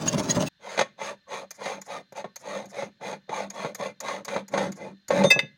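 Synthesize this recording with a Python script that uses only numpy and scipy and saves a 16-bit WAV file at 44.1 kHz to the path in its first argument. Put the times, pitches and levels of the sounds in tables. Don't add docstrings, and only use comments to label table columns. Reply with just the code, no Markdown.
import sys
import numpy as np
from scipy import signal
from scipy.fft import rfft, irfft, next_fast_len
from scipy.io import wavfile
from scipy.ndimage import uniform_filter1d, map_coordinates

SR = 44100
rng = np.random.default_rng(int(sys.argv[2]) if len(sys.argv) > 2 else 0)


def output_pcm(signal):
    pcm = np.clip(np.atleast_2d(signal).T, -1, 1) * 32767
    wavfile.write(sys.argv[1], SR, np.round(pcm).astype(np.int16))


N = 245637
TIME = np.arange(N) / SR

# seconds into the turn, peak in dB.
AUGER_JOLTS = [(.06, -19.5), (.134, -14.5), (.15, -16), (0.175, -16), (0.196, -17)]
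# pitch in Hz, width in Hz, gain in dB.
GRINDER_MODES = [(183, 173, 4), (564, 52, 0.5), (880, 220, -9)]
# frequency in Hz, gain in dB.
GRINDER_EQ = [(24, -56), (40, -26), (163, 9), (516, -8), (615, 5.5), (751, -17), (873, -6), (1340, -15),
              (5870, -34.5), (7360, -41.5), (9940, -44.5), (13100, -51), (16000, -39)]
# frequency in Hz, gain in dB.
SHEAR_EQ = [(300, -20.5), (1000, -6), (4500, 2), (6800, -3), (7800, -7.5), (9500, -7.5), (12000, -26),
            (14000, -30.5), (15600, -8)]
BLADE_BITES = [-39, -27, -33, -30.5]
# start in seconds, length in seconds, level in dB.
TWISTS = [(0.586, 0.32, -37), (0.967, 0.2, -32), (1.262, 0.21, -34), (1.563, 0.26, -31),
          (1.857, .18, -33.5), (2.137, 0.11, -36), (2.393, .31, -33), (2.703, 0.21, -33),
          (2.993, 0.2, -31.5), (3.275, 0.23, -30.5), (3.514, 0.24, -31.5), (3.769, 0.17, -31.5),
          (3.994, 0.25, -30), (4.255, 0.19, -30), (4.496, 0.24, -25), (4.743, .21, -36), (5.084, 0.21, -20)]
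# time in seconds, looseness from 0 to 1.
RING_LOOSENESS = [(1.0, 0), (2.5, 0.33), (4.3, .3), (4.6, 0.74), (4.85, 0.97)]
# pitch in Hz, width in Hz, gain in dB.
HOUSING_RESONANCES = [(554.7, 51, 5), (873, 74, 0), (1099.5, 25.4, -2), (1818, 57, -7), (2065, 73, -4),
                      (2381, 153, -9.5), (3390, 74, -13), (3777, 480, -15), (4950, 34, -23.5),
                      (6390, 436, -14), (9630, 240, -30.5)]
# frequency in Hz, gain in dB.
HOUSING_EQ = [(50, -43.5), (130, -9.5), (340, -14), (470, -0.5), (760, -5.5), (1300, -11), (1600, -12),
              (2300, -13), (2900, -21), (4300, -19), (6800, -35), (7900, -32), (10000, -33.5), (13000, -50),
              (15000, -44.5)]
# start in seconds, peak in dB, tilt in dB per octave.
RING_KNOCKS = [(0.776, -15.5, 0), (.79, -8, 1), (.809, -9.5, 0), (1.014, -23.5, -1), (1.339, -24, -0.5),
               (1.657, -21.5, -0.5), (2.122, -35, -3.5), (2.242, -24, -4.5), (2.822, -21.5, -3.5),
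               (3.011, -33.5, -3), (3.127, -22.5, -2), (3.292, -23.5, -3), (3.646, -17.5, -3),
               (3.798, -25, -5.5), (4.082, -20, 1), (4.28, -23, .5), (4.361, -17, -2.5), (4.537, -17, -1.5),
               (4.575, -15, 0), (5.104, -10, -2), (5.236, -14.5, 3.5), (5.242, -8, -7.5), (5.307, -16, 0.5),
               (5.358, -20, -9), (5.424, -30.5, -14)]
# start in seconds, level in dB.
GRIP_TICKS = [(1.5062, -28), (1.8139, -30), (2.122, -43.5), (2.358, -28.5), (2.655, -42), (3.5003, -26),
              (3.7465, -24.5), (4.0023, -23.5), (4.2475, -27), (4.48, -34.5), (4.7187, -32),
              (5.0812, -26.5)]
# pitch in Hz, width in Hz, gain in dB.
TICK_RESONANCES = [(4670, 580, -6.5), (6090, 74, -2.5), (6540, 270, 7), (7200, 64, -18.5), (7200, 310, -18),
                   (12080, 1200, -11.5), (14100, 500, -13.5)]
# frequency in Hz, gain in dB.
TICK_EQ = [(100, -34), (1000, -12.5), (2200, -6), (3000, -55), (5000, -8.5), (7000, -4), (8200, -20.5),
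           (9700, -12.5), (13500, -35), (16000, -30)]
# start in seconds, level in dB, attack in seconds,
# tilt in dB per octave, relative level of the lingering ring in dB.
RING_CLINKS = [(5.301, 2, 0.014, 5.5, -53), (5.3906, -19.5, 0.00095, -0.5, -28.5)]
# pitch in Hz, gain in dB, hand-damped t60 in seconds.
RING_PARTIALS = [(1681, -20.5, 0.33), (2047, 7, 0.043), (2609, -2.5, 0.13), (3614, 4.5, 0.042),
                 (4760, -10.5, 0.055), (4710, -10, 0.048), (5200, -22.5, .08), (6080, -26.5, 0.14),
                 (6350, -12.5, 0.03), (7410, -31, 0.1), (8300, -26, 0.052), (8980, -36, 0.071)]
# pitch in Hz, level in dB.
SING_PARTIALS = [(3632, -27.5), (6200, -35.5), (6420, -40), (9000, -44)]
# pitch in Hz, width in Hz, gain in dB.
WOOD_MODES = [(142, 33, -10.5), (199.3, 18.5, 4), (294, 110, -10)]
# frequency in Hz, t60 in seconds.
TAIL_DECAYS = [(180, 0.53), (600, 0.093), (1800, 0.25), (4000, 0.21), (9000, 0.16), (15000, 0.17)]
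# frequency in Hz, gain in dB.
AIR_EQ = [(30, -20.5), (190, -2.5), (400, -27.5), (1200, -21), (2400, -19.5), (3000, -15), (4600, -20),
          (6500, -28), (8500, -41)]
# centre in Hz, width in Hz, gain in dB.
HISS_BANDS = [(1540, 68, -8.5), (1770, 110, -6), (3614, 77, -5), (4125, 120, -4)]

CRANK_END_S, TURN_S, FIRST_CUT_S = .489, .226, .023
TURN_STARTS_S = np.arange(0, CRANK_END_S, TURN_S)
GRIT_DB, LOOSE_GRIT_DB = -6.5, -10
PUSH_DB, LOOSE_PUSH_DB = -22, 13
RASP_HZ, LOOSE_RASP_OCTAVES = 995, -1.27
KNOCK_T60_S, LOOSE_T60_S = 0.067, 0.052


def cranking():
    loaded = body(GRINDER_EQ, GRINDER_MODES, eq_db=3.5)
    frame = lambda hz: loaded(hz) * below(75, hz, order=1)
    dull_frame = lambda hz: frame(hz) * below(hz, 1800, order=2)
    churn = filtered(asperities(per_s=2700, spread_db=2.5), frame)
    rumble = amp(-31 + 3.4 * wobble(40)) * shifting(churn, patchy_db=3.5)
    pressure = np.full(N, amp(-55))
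    for turn in TURN_STARTS_S:
        for s, db in AUGER_JOLTS:
            add(rumble, turn + s, hit(rattle(t60=0.082, rise=0.0038), dull_frame, db))
        for blade, db in enumerate(BLADE_BITES):
            cut_s = turn + FIRST_CUT_S + TURN_S * blade / len(BLADE_BITES)
            pressure += amp(db) * swell(cut_s, half_s=0.012)
    crackle = filtered(asperities(per_s=1500, spread_db=3), body(SHEAR_EQ, [(6454, 110.5, 10)]))
    return rumble + pressure * shifting(crackle, patchy_db=5)


def blade_squeals(hz=6655, db=-16):
    contact = sum(swell(turn + 0.0862, half_s=0.0042) for turn in TURN_STARTS_S)
    return squeal(contact, [(hz, db)])


def twist_envelopes():
    rub, grit, push = np.zeros((3, N))
    centre_hz = np.full(N, float(RASP_HZ))
    for start, length, db in TWISTS:
        span = slice(round(start * SR), round((start + length) * SR))
        phase = np.interp((TIME[span] - start) / length, [0, .43, 1], [0, .5, 1])
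        speed = np.abs(np.sin(np.pi * phase))
        late_swell = np.abs(np.sin(np.pi * phase ** 1.52)) ** 0.5
        loose = looseness(start + length / 2)
        rub[span] += amp(db) * speed ** 1.64
        grit[span] += amp(db + GRIT_DB + LOOSE_GRIT_DB * loose) * speed ** 2.27
        push[span] += amp(db + PUSH_DB + LOOSE_PUSH_DB * loose) * late_swell
        centre_hz[span] = RASP_HZ * 2 ** (LOOSE_RASP_OCTAVES * loose - 0.84 * phase ** 2.1)
    return rub, grit, push, centre_hz


def looseness(s):
    return np.clip(np.interp(s, *np.transpose(RING_LOOSENESS)), 0, 1)


def thread_rasp(housing, rub, grit, centre_hz):
    lows = lambda hz: housing(hz) * below(hz, 1300) * below(380, hz, order=2)
    highs = lambda hz: housing(hz) * below(1450, hz)
    sinking = lambda hz, s: 6 * np.exp(-(np.log2(hz / np.interp(s, TIME, centre_hz)) / 1.06) ** 2)
    catch, snag = wobble(55), snags()
    bumps = filtered(snag * asperities(per_s=1400, spread_db=1.5), lows)
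    grains = filtered(snag ** 0.32 * asperities(per_s=2200, spread_db=2), highs)
    coarse = rub * amp(-3.5 + 1.16 * catch) * shifting(bumps, patchy_db=5.5, emphasis=sinking)
    fine = grit * amp(0.17 + 1.3 * catch) * shifting(grains, patchy_db=3.5)
    return coarse + fine


def snags(per_s=42, decay_s=0.0091):
    burrs = (rng.random(N) < per_s / SR) * amp(-6)
    return unit(1 + signal.lfilter([1], [1, -np.exp(-1 / (decay_s * SR))], burrs))


def knocks(housing):
    out = np.zeros(N)
    contact = lambda hz: housing(hz) * below(125, hz, order=3) * below(hz, 9500, order=2)
    for s, db, tilt_db in RING_KNOCKS:
        tilted = lambda hz: contact(hz) * amp(tilt_db * np.log2(np.clip(hz, 200, 6000) / 1000))
        force = rattle(KNOCK_T60_S + LOOSE_T60_S * looseness(s), rise=0.0013)
        add(force, .0015, 0.57 * np.hanning(26))
        add(out, s, hit(force, tilted, db))
    return out


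def clinks():
    out, t = np.zeros(N), np.arange(SR // 3) / SR
    contact = body([(60, -47), (800, 8), (2100, 10), (4000, 4), (7000, -8), (11000, -13), (15000, -21.5)])
    for s, db, rise, tilt_db, free_db in RING_CLINKS:
        ring = np.zeros(len(t))
        for hz, mode_db, t60 in RING_PARTIALS:
            jitter = .3 * wobble(130, size=len(t))
            tone = np.sin(2 * np.pi * (hz * t + rng.random()) + jitter)
            beat = np.cos(2 * np.pi * rng.uniform(4, 14) * t)
            free_t60 = .34 * (2600 / hz) ** .5
            decay = amp(-60 * t / t60) + beat * amp(free_db - 60 * t / free_t60)
            ring += amp(mode_db + tilt_db * np.log2(hz / 2600) + rng.normal(0, 1)) * decay * tone
        attack = 1 - np.exp(-(t / rise) ** 2)
        add(out, s, amp(db) * ring * attack)
        crack = lambda hz: contact(hz) * amp(1.6 * tilt_db * np.log2(np.maximum(hz, 2600) / 2600))
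        add(out, s, hit(rattle(t60=0.046, rise=rise), crack, peak_db=-17))
    return out


def ring_squeal(start_s=5.236, length_s=0.066):
    phase = np.clip((TIME - start_s) / length_s, 0, 1)
    return squeal(np.sqrt(4 * phase * (1 - phase)), SING_PARTIALS)


def ticks(housing):
    out = np.zeros(N)
    thin_housing = lambda hz: housing(hz) * below(740, hz, order=1)
    for s, db in GRIP_TICKS:
        modes = [(hz * rng.normal(1, .02), width, gain + rng.normal(0, 3))
                 for hz, width, gain in TICK_RESONANCES]
        add(out, s, hit(rattle(t60=0.03, rise=0.0047), body(TICK_EQ, modes), db - 1))
        add(out, s + 0.003, hit(rattle(t60=0.058, rise=0.0012), thin_housing, db - 9.5))
    return out


def slides(lag_s=0.052):
    scrape = filtered(asperities(per_s=4200, spread_db=2), body(TICK_EQ, TICK_RESONANCES, eq_db=11))
    contact = sum(swell(s + lag_s, half_s=0.011) for s, _ in GRIP_TICKS)
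    return amp(-53.5) * contact * unit(scrape)


def table_boom(push):
    wood = body([(30, -55), (90, -23.5), (200, -27.5), (400, -42.5), (1000, -100.5)], WOOD_MODES)
    force = rng.standard_normal(N)
    return amp(3) * filtered(push * force, wood) / filtered(force, wood).std()


def ring_out(x):
    hz, t, noise = signal.stft(rng.standard_normal(SR // 2), SR, nperseg=256)
    band_hz, band_t60 = np.transpose(TAIL_DECAYS)
    t60 = np.interp(np.log(hz + 1), np.log(band_hz), band_t60)
    tail = signal.istft(noise * amp(-60 * t / t60[:, None]), SR, nperseg=256)[1]
    return signal.fftconvolve(x, tail / np.linalg.norm(tail))[:N]


def garden_air():
    bed = filtered(rng.standard_normal(N), body(AIR_EQ, HISS_BANDS, eq_db=-1.5))
    return amp(-67.5 + 0.94 * wobble(6)) * unit(bed)


def asperities(per_s, spread_db):
    collisions = rng.random(N) < per_s / SR
    return collisions * rng.choice([-1, 1], N) * amp(spread_db * rng.standard_normal(N))


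def rattle(t60, rise):
    t = np.arange(SR // 6) / SR
    return rng.standard_normal(len(t)) * amp(-60 * t / t60) * (1 - np.exp(-t / rise))


def hit(force, gain, peak_db):
    sound = filtered(force, gain)
    return amp(peak_db) * sound / np.abs(sound).max()


def squeal(envelope, partials):
    flutter, drift = amp(1.3 * wobble(150)), .45 * wobble(170)
    return envelope * flutter * sum(amp(db) * np.sin(2 * np.pi * hz * TIME + drift) for hz, db in partials)


def shifting(x, patchy_db, emphasis=lambda hz, s: 0):
    hz, s, spectra = signal.stft(x, SR, nperseg=1024)
    patches = uniform_filter1d(rng.standard_normal(spectra.shape), size=3, axis=0)
    patches = unit(uniform_filter1d(patches, size=7, axis=1))
    depth_db = patchy_db * np.clip(hz / 1200, 0, 1)[:, None]
    gain = amp(depth_db * patches + emphasis(hz[:, None] + 1, s))
    return unit(signal.istft(spectra * gain, SR, nperseg=1024)[1][:N])


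def body(eq, modes=(), eq_db=0):
    eq_hz, db = np.transpose(eq)
    broad = lambda hz: amp(np.interp(np.log(hz), np.log(eq_hz), db) + eq_db)
    peaks = lambda hz: sum(amp(gain) ** 2 / (1 + ((hz ** 2 - pitch ** 2) / (hz * width)) ** 2) ** 1.5
                           for pitch, width, gain in modes)
    return lambda hz: np.sqrt(broad(hz) ** 2 + peaks(hz))


def filtered(x, gain):
    size = 2 * next_fast_len(len(x) // 2 + 4096)
    hz = np.fft.rfftfreq(size, 1 / SR) + 1
    cepstrum = irfft(np.log(np.maximum(gain(hz), 1e-6)), size)
    cepstrum[1:size // 2] *= 2
    cepstrum[size // 2 + 1:] = 0
    return irfft(rfft(x, size) * np.exp(rfft(cepstrum)), size)[:len(x)]


def below(hz, edge_hz, order=4):
    return 1 / np.sqrt(1 + (hz / edge_hz) ** (2 * order))


def swell(middle_s, half_s):
    distance = (TIME - middle_s) / half_s
    return np.exp(-.5 * distance ** 2) * (np.abs(distance) < 5)


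def wobble(rate, size=N):
    return map_coordinates(rng.standard_normal(int(size * rate / SR) + 4), [TIME[:size] * rate / SR])


def add(track, s, sound):
    part = track[round(s * SR):][:len(sound)]
    part += sound[:len(part)]


def amp(db):
    return 10 ** (np.asarray(db) / 20)


def unit(x):
    return x / np.sqrt(np.mean(x ** 2) + 1e-20)


def scene():
    turning = np.clip((CRANK_END_S - TIME) / 0.0064, 0, 1)
    grinding = turning * (cranking() + blade_squeals())
    housing = body(HOUSING_EQ, HOUSING_RESONANCES)
    rub, grit, push, centre_hz = twist_envelopes()
    twisting = thread_rasp(housing, rub, grit, centre_hz) + table_boom(push)
    unscrewing = twisting + knocks(housing) + ticks(housing) + slides() + clinks()
    mid = grinding + unscrewing + ring_squeal() + amp(-16.5) * ring_out(unscrewing) + garden_air()
    treble = filtered(mid, lambda hz: below(4700, hz, order=14) * (hz / 9000) ** .7)
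    side = amp(-31.5) * np.tanh(wobble(1200)) * treble
    return np.array([mid + side, mid - side])


def record(dry):
    size = next_fast_len(N + SR // 4)
    high_cut = below(np.fft.rfftfreq(size, 1 / SR), 16000, order=130)
    return irfft(rfft(dry, size) * high_cut, size)[:, :N]


dry = scene()
out = record(dry)
output_pcm(out)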